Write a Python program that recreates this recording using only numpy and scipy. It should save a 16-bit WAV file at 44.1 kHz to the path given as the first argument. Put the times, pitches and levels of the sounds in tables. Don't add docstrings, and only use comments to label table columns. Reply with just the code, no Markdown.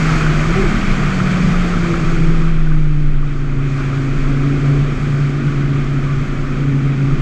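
import sys
import numpy as np
from scipy import signal
from scipy.fft import rfft, irfft, next_fast_len
from scipy.io import wavfile
from scipy.ndimage import uniform_filter1d

SR = 44100
rng = np.random.default_rng(int(sys.argv[2]) if len(sys.argv) > 2 else 0)


def voltage_ratio(decibels):
    exponent = np.asarray(decibels, float) / 20
    return 10 ** exponent


def materialize(psi):
    bounded = np.clip(np.atleast_2d(psi).T, -1, 1)
    quanta = np.round(bounded * 32767).astype(np.int16)
    wavfile.write(sys.argv[1], SR, quanta)


N = 317961
TIME = np.arange(N) / SR
CYLINDERS = 5

# t/s, f/Hz
FIRING_RATE = [(0, 160), (.3, 154), (.43, 154), (.5, 164), (.57, 191), (.62, 195), (.85, 192), (1.05, 189),
               (1.85, 170.6), (2.25, 164.3), (2.45, 162.2), (2.85, 152), (3.25, 143.6), (3.65, 138.3),
               (4.05, 137), (4.3, 139.8), (5.05, 143), (5.75, 140.1), (6.3, 139.2), (6.65, 139.4),
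               (6.85, 137.5), (7.21, 137)]
# t/s, level/dB
FIRING_TONE = [(0, -14), (.12, -14), (.45, -20), (.72, -19.5), (1.08, -18.5), (1.3, -16.5), (1.9, -18.5),
               (2.07, -20), (2.25, -15), (2.42, -15), (2.52, -18), (2.7, -15.5), (2.9, -15.5),
               (3.33, -23.5), (3.6, -20), (3.85, -21.5), (3.97, -15.5), (4.23, -22), (4.33, -16.5),
               (4.5, -13.5), (4.59, -17), (4.68, -8.5), (4.86, -10), (5.13, -8), (5.4, -18), (5.76, -15.5),
               (6.3, -21.5), (6.57, -20), (6.68, -16), (7.05, -15.5), (7.21, -17.5)]
# f/Hz, level/dB
EXHAUST_RESONANCE = [(265, -11), (276, -10), (284, -12), (295, -17), (308, -18), (322, -16.5), (328, -10.5),
                     (334, -4.5), (340, -5.5), (347, -26), (400, -31)]
# centre/s, half length/s, firing tone gain/dB, second harmonic gain/dB
THROTTLE_LIFT = (5, 0.23, -11.5, -9)
# centre/s, half length/s, second harmonic gain/dB
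THROTTLE_PUSH = (4.5, 0.51, 5)
# t/s, level/dB
UNEVENNESS = [(0, -35), (.7, -42.5), (1.3, -38), (1.6, -44.5), (2.3, -37), (3.3, -42), (4.0, -36.5),
              (4.7, -34.5), (5.6, -36.5), (7.21, -37.5)]
# f/Hz, level/dB
BODY_RESPONSE = [(70, -11.5), (115, 4.5), (135, 2.5), (152, 13.5), (170, -11.5), (200, -5.5), (228, -3),
                 (250, 5.5), (275, -2.5), (310, -9.5), (340, 0), (400, -6.5), (480, -18.5)]
# t/s, f/Hz, level/dB, waver/dB
CABIN_BOOM = [(0, 27.14, -20, -1), (.45, 27.13, -18.5, 7), (.9, 23.11, -18, 11), (1.3, 26.24, -29, 11.5),
              (1.6, 26.69, -15.5, 10), (1.95, 23.4, -20, 8), (2.1, 20.74, -12.5, 3),
              (2.37, 21.09, -10.5, 1.5), (3.13, 20.73, -10.5, 2), (3.7, 20.93, -24, 2),
              (3.95, 22.42, -24, 7), (4.18, 22.3, -14, -1), (4.44, 21.57, -18, 1), (4.6, 26.86, -36, -1),
              (4.9, 24.87, -19, 1), (5.05, 20.97, -33, 7), (5.7, 22.24, -25, 3), (6.0, 21.2, -23.5, 4),
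              (6.45, 20.92, -23, 5), (7.03, 20.45, -35, 3), (7.13, 20.2, -13.5, -2), (7.21, 20.6, -19, 1)]
# t/s, level/dB
WIND_LEVEL = [(0, -22), (.6, -23.5), (.9, -25), (1.85, -26), (2.4, -30), (2.6, -33), (3.1, -37.5),
              (3.6, -34.5), (3.8, -31), (4.2, -31.5), (4.6, -30.5), (5.5, -32), (7, -33), (7.21, -31.5)]
# level at mean hiss/dB, slope/(dB per dB of hiss), slow wander/dB
BUFFET_AIRFLOW_LAW = (-25, .3, 1.2)
CRACKLE_AIRFLOW_LAW = (-26.5, 0.79, 1.2)
# t/s, rumble level/dB, roar level/dB
TYRE_LEVELS = [(0, -21, -26), (.35, -21, -26.5), (1.1, -18, -27), (1.6, -21, -26.5), (2.3, -22, -30),
               (2.75, -34.5, -38), (3.3, -31, -36.5), (3.9, -26, -31.5), (4.6, -26, -27.5),
               (5.4, -23.5, -32), (6.1, -22.5, -31.5), (6.6, -27, -31), (7.21, -21.5, -31)]
# f/Hz, level/dB
BUFFET_SPECTRUM = [(8, -33.5), (16, -10), (22, -2.5), (32, 1.5), (45, -4.5), (60, -12.5), (80, -31)]
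RUMBLE_SPECTRUM = [(40, -21), (65, -7), (90, -6.5), (112, 0), (130, -1), (153, 8), (175, -12), (190, -5.5),
                   (225, -3.5), (260, -11.5), (300, -34.5)]
ROAR_SPECTRUM = [(180, -20.5), (230, 0), (290, -2), (340, 0), (400, -4), (450, -7), (550, -10.5),
                 (700, -20.5), (1000, -34)]
WIND_SPECTRUM = [(350, -36), (600, -5.5), (772, -5.5), (845, -9.5), (909, -11), (1070, -5.5), (1160, -1),
                 (1290, 0), (1520, -3), (1700, -6), (2430, -4.5), (2800, -14.5), (3160, -12.5), (4000, -21),
                 (4200, -23), (5460, -59), (9240, -120)]
WIND_TOP_SPECTRUM = [(3000, -25.5), (4200, -3.5), (4450, 0), (4860, -3), (6050, -5), (6670, -3.5),
                     (7200, -7.5), (7950, -9), (9150, -23.5), (10000, -25.5), (11800, -27), (12800, -33.5),
                     (13400, -31), (14000, -37), (15500, -40.5)]
# t/s, level/dB, f/Hz
GRIT_HITS = [(0.2653, -6, 1500), (1.2021, -5.5, 1300), (1.9405, -6, 1316), (2.4487, -13, 1290)]
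# t/s, level/dB, f/Hz
JOINT_THUDS = [(1.417, -10.5, 206), (4.2, -23, 268), (5.219, -23, 248), (5.371, -13.5, 232),
               (6.66, -18.5, 237)]
BARK_ORDERS = (6, 9, 10, 20)
# centre/s, half length/s, peak level/dB
BARK_BURSTS = [(0.76, 0.054, -18.5), (0.655, 0.026, -16.5), (0.598, 0.043, -15.5), (0.575, 0.025, -28)]


def curves(table):
    t_s, *columns = np.transpose(table)
    return [np.interp(TIME, t_s, column) for column in columns]


def gain_at(hz, points):
    f_hz, level_db = np.transpose(points)
    return voltage_ratio(np.interp(np.log(np.maximum(hz, 1)), np.log(f_hz), level_db, left=-120, right=-120))


def walk(rate_hz):
    hold = int(SR / rate_hz)
    steps = np.repeat(rng.standard_normal(N // hold + 1), hold)
    return 1.05 * uniform_filter1d(uniform_filter1d(steps, hold), hold)[:N]


def pulse(centre_s, half_length_s):
    return np.exp(-((TIME - centre_s) / half_length_s) ** 2)


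def hiss(points, edges_hz, shared_db, own_db, rate_hz):
    size = next_fast_len(N)
    hz = np.arange(size // 2 + 1) * SR / size
    spectrum = rfft(rng.standard_normal(size)) * gain_at(hz, points)
    out = 0
    for lo_hz, hi_hz in zip(edges_hz[:-1], edges_hz[1:]):
        band = irfft(spectrum * ((hz >= lo_hz) & (hz < hi_hz)), size)[:N]
        out = out + band * voltage_ratio(shared_db + own_db * walk(rate_hz))
    return out / np.std(out)


def with_airflow(law):
    mean_db, slope, wander_db = law
    wind_db, = curves(WIND_LEVEL)
    return mean_db + slope * (wind_db - wind_db.mean()) + wander_db * walk(3)


def ring(level_db, hz, t60_s, rise_s, length_s):
    t = np.arange(int(length_s * SR)) / SR
    return voltage_ratio(level_db - 60 * t / t60_s) * (1 - np.exp(-t / rise_s)) * np.sin(2 * np.pi * hz * t)


def engine_cycle():
    firing_hz, = curves(FIRING_RATE)
    return 2 * np.pi * np.cumsum(firing_hz) / SR / CYLINDERS


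def engine():
    firing_hz, = curves(FIRING_RATE)
    tone_db, = curves(FIRING_TONE)
    uneven_db, = curves(UNEVENNESS)
    lift_s, lift_half_s, lift_first_db, lift_second_db = THROTTLE_LIFT
    push_s, push_half_s, push_db = THROTTLE_PUSH
    lift = pulse(lift_s, lift_half_s)
    first_db = tone_db + lift_first_db * lift + 1.37 * walk(13)

    exhaust_hz, exhaust_db = np.transpose(EXHAUST_RESONANCE)
    second_db = first_db + np.interp(2 * firing_hz, exhaust_hz, exhaust_db)
    second_db += lift_second_db * lift + push_db * pulse(push_s, push_half_s) + 2.1 * walk(14)

    cycle = engine_cycle() + 0.04 * walk(30)
    out = voltage_ratio(first_db + 0.6 * walk(25)) * np.sin(CYLINDERS * cycle)
    out += voltage_ratio(second_db + 1.8 * walk(25)) * np.sin(2 * CYLINDERS * cycle + 0.2 * walk(20))
    out += voltage_ratio(second_db - 18) * np.sin(3 * CYLINDERS * cycle + 2.2)

    for k in range(3, 3 * CYLINDERS):
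        if k % CYLINDERS == 0:
            continue
        drift_rad = rng.uniform(0, 2 * np.pi) + 0.66 * walk(10)
        body_gain = gain_at(k * firing_hz / CYLINDERS, BODY_RESPONSE)
        out += voltage_ratio(uneven_db + 2.77 * walk(5)) * body_gain * np.sin(k * cycle + drift_rad)
    return np.sqrt(2) * out


def boom():
    hz, level_db, waver_db = curves(CABIN_BOOM)
    level = voltage_ratio(level_db + waver_db * np.tanh(walk(21)))
    return np.sqrt(2) * level * np.sin(2 * np.pi * np.cumsum(hz) / SR)


def buffeting():
    return voltage_ratio(with_airflow(BUFFET_AIRFLOW_LAW)) * hiss(BUFFET_SPECTRUM, [1, 100], 0, 0.6, 5.4)


def tyres():
    rumble_db, roar_db = curves(TYRE_LEVELS)
    bumps_db = 0.6 * walk(9)
    rumble = hiss(RUMBLE_SPECTRUM, [30, 90, 135, 190, 320], bumps_db, 1.2, 10)
    roar = hiss(ROAR_SPECTRUM, [150, 303, 398, 1100], bumps_db, 0.66, 10)
    return voltage_ratio(rumble_db) * rumble + voltage_ratio(roar_db) * roar


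def wind():
    wind_db, = curves(WIND_LEVEL)
    gust_db = 0.5 * walk(12)
    main = hiss(WIND_SPECTRUM, [300, 950, 1700, 2700, 6000], gust_db, 0.73, 30)
    top_wobble_db = gust_db + 0.6 * walk(14)
    top = hiss(WIND_TOP_SPECTRUM, [2900, 5800, 8500, 11000, 16500], top_wobble_db, 0.35, 12)
    top *= voltage_ratio(-15.5 + 0.18 * (wind_db - wind_db.mean()))
    return voltage_ratio(wind_db) * (main + top)


def rattle():
    hits_per_s = 45
    count = int(hits_per_s * N / SR)
    when, pitch, size = rng.random((count, 3)).T
    starts = (when * N).astype(int)
    pitch_hz = 1150 + 400 * pitch
    hit_db = -2.5 * np.log(size + 1e-2)
    out = np.zeros(N + SR)
    for i, hz, level_db in zip(starts, pitch_hz, hit_db):
        hit = ring(level_db, hz, t60_s=0.037, rise_s=0.0027, length_s=0.04)
        out[i:i + len(hit)] += hit
    return voltage_ratio(with_airflow(CRACKLE_AIRFLOW_LAW)) * out[:N]


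def knocks():
    out = np.zeros(N)
    for events, t60_s, rise_s in ((GRIT_HITS, 0.017, 0.0008), (JOINT_THUDS, 0.33, 0.012)):
        for start_s, level_db, hz in events:
            hit = ring(level_db, hz, t60_s, rise_s, length_s=0.2)
            i = int(start_s * SR)
            out[i:i + len(hit)] += hit[:N - i]
    return out


def blip():
    cycle = engine_cycle() + 0.12 * walk(59.3)
    out = 0
    for k, (centre_s, half_length_s, peak_db) in zip(BARK_ORDERS, BARK_BURSTS):
        out = out + voltage_ratio(peak_db) * pulse(centre_s, half_length_s) * np.sin(k * cycle)
    return out


def scene():
    return (engine() + boom() + buffeting() + tyres() + wind() + rattle() + knocks() + blip())[None]


def low_pass(x):
    return signal.sosfilt(signal.butter(12, 15100, fs=SR, output="sos"), x)


def record(dry):
    mix = np.tanh(0.59 * dry) / 0.61
    return low_pass(mix)


dry = scene()
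out = record(dry)
materialize(out)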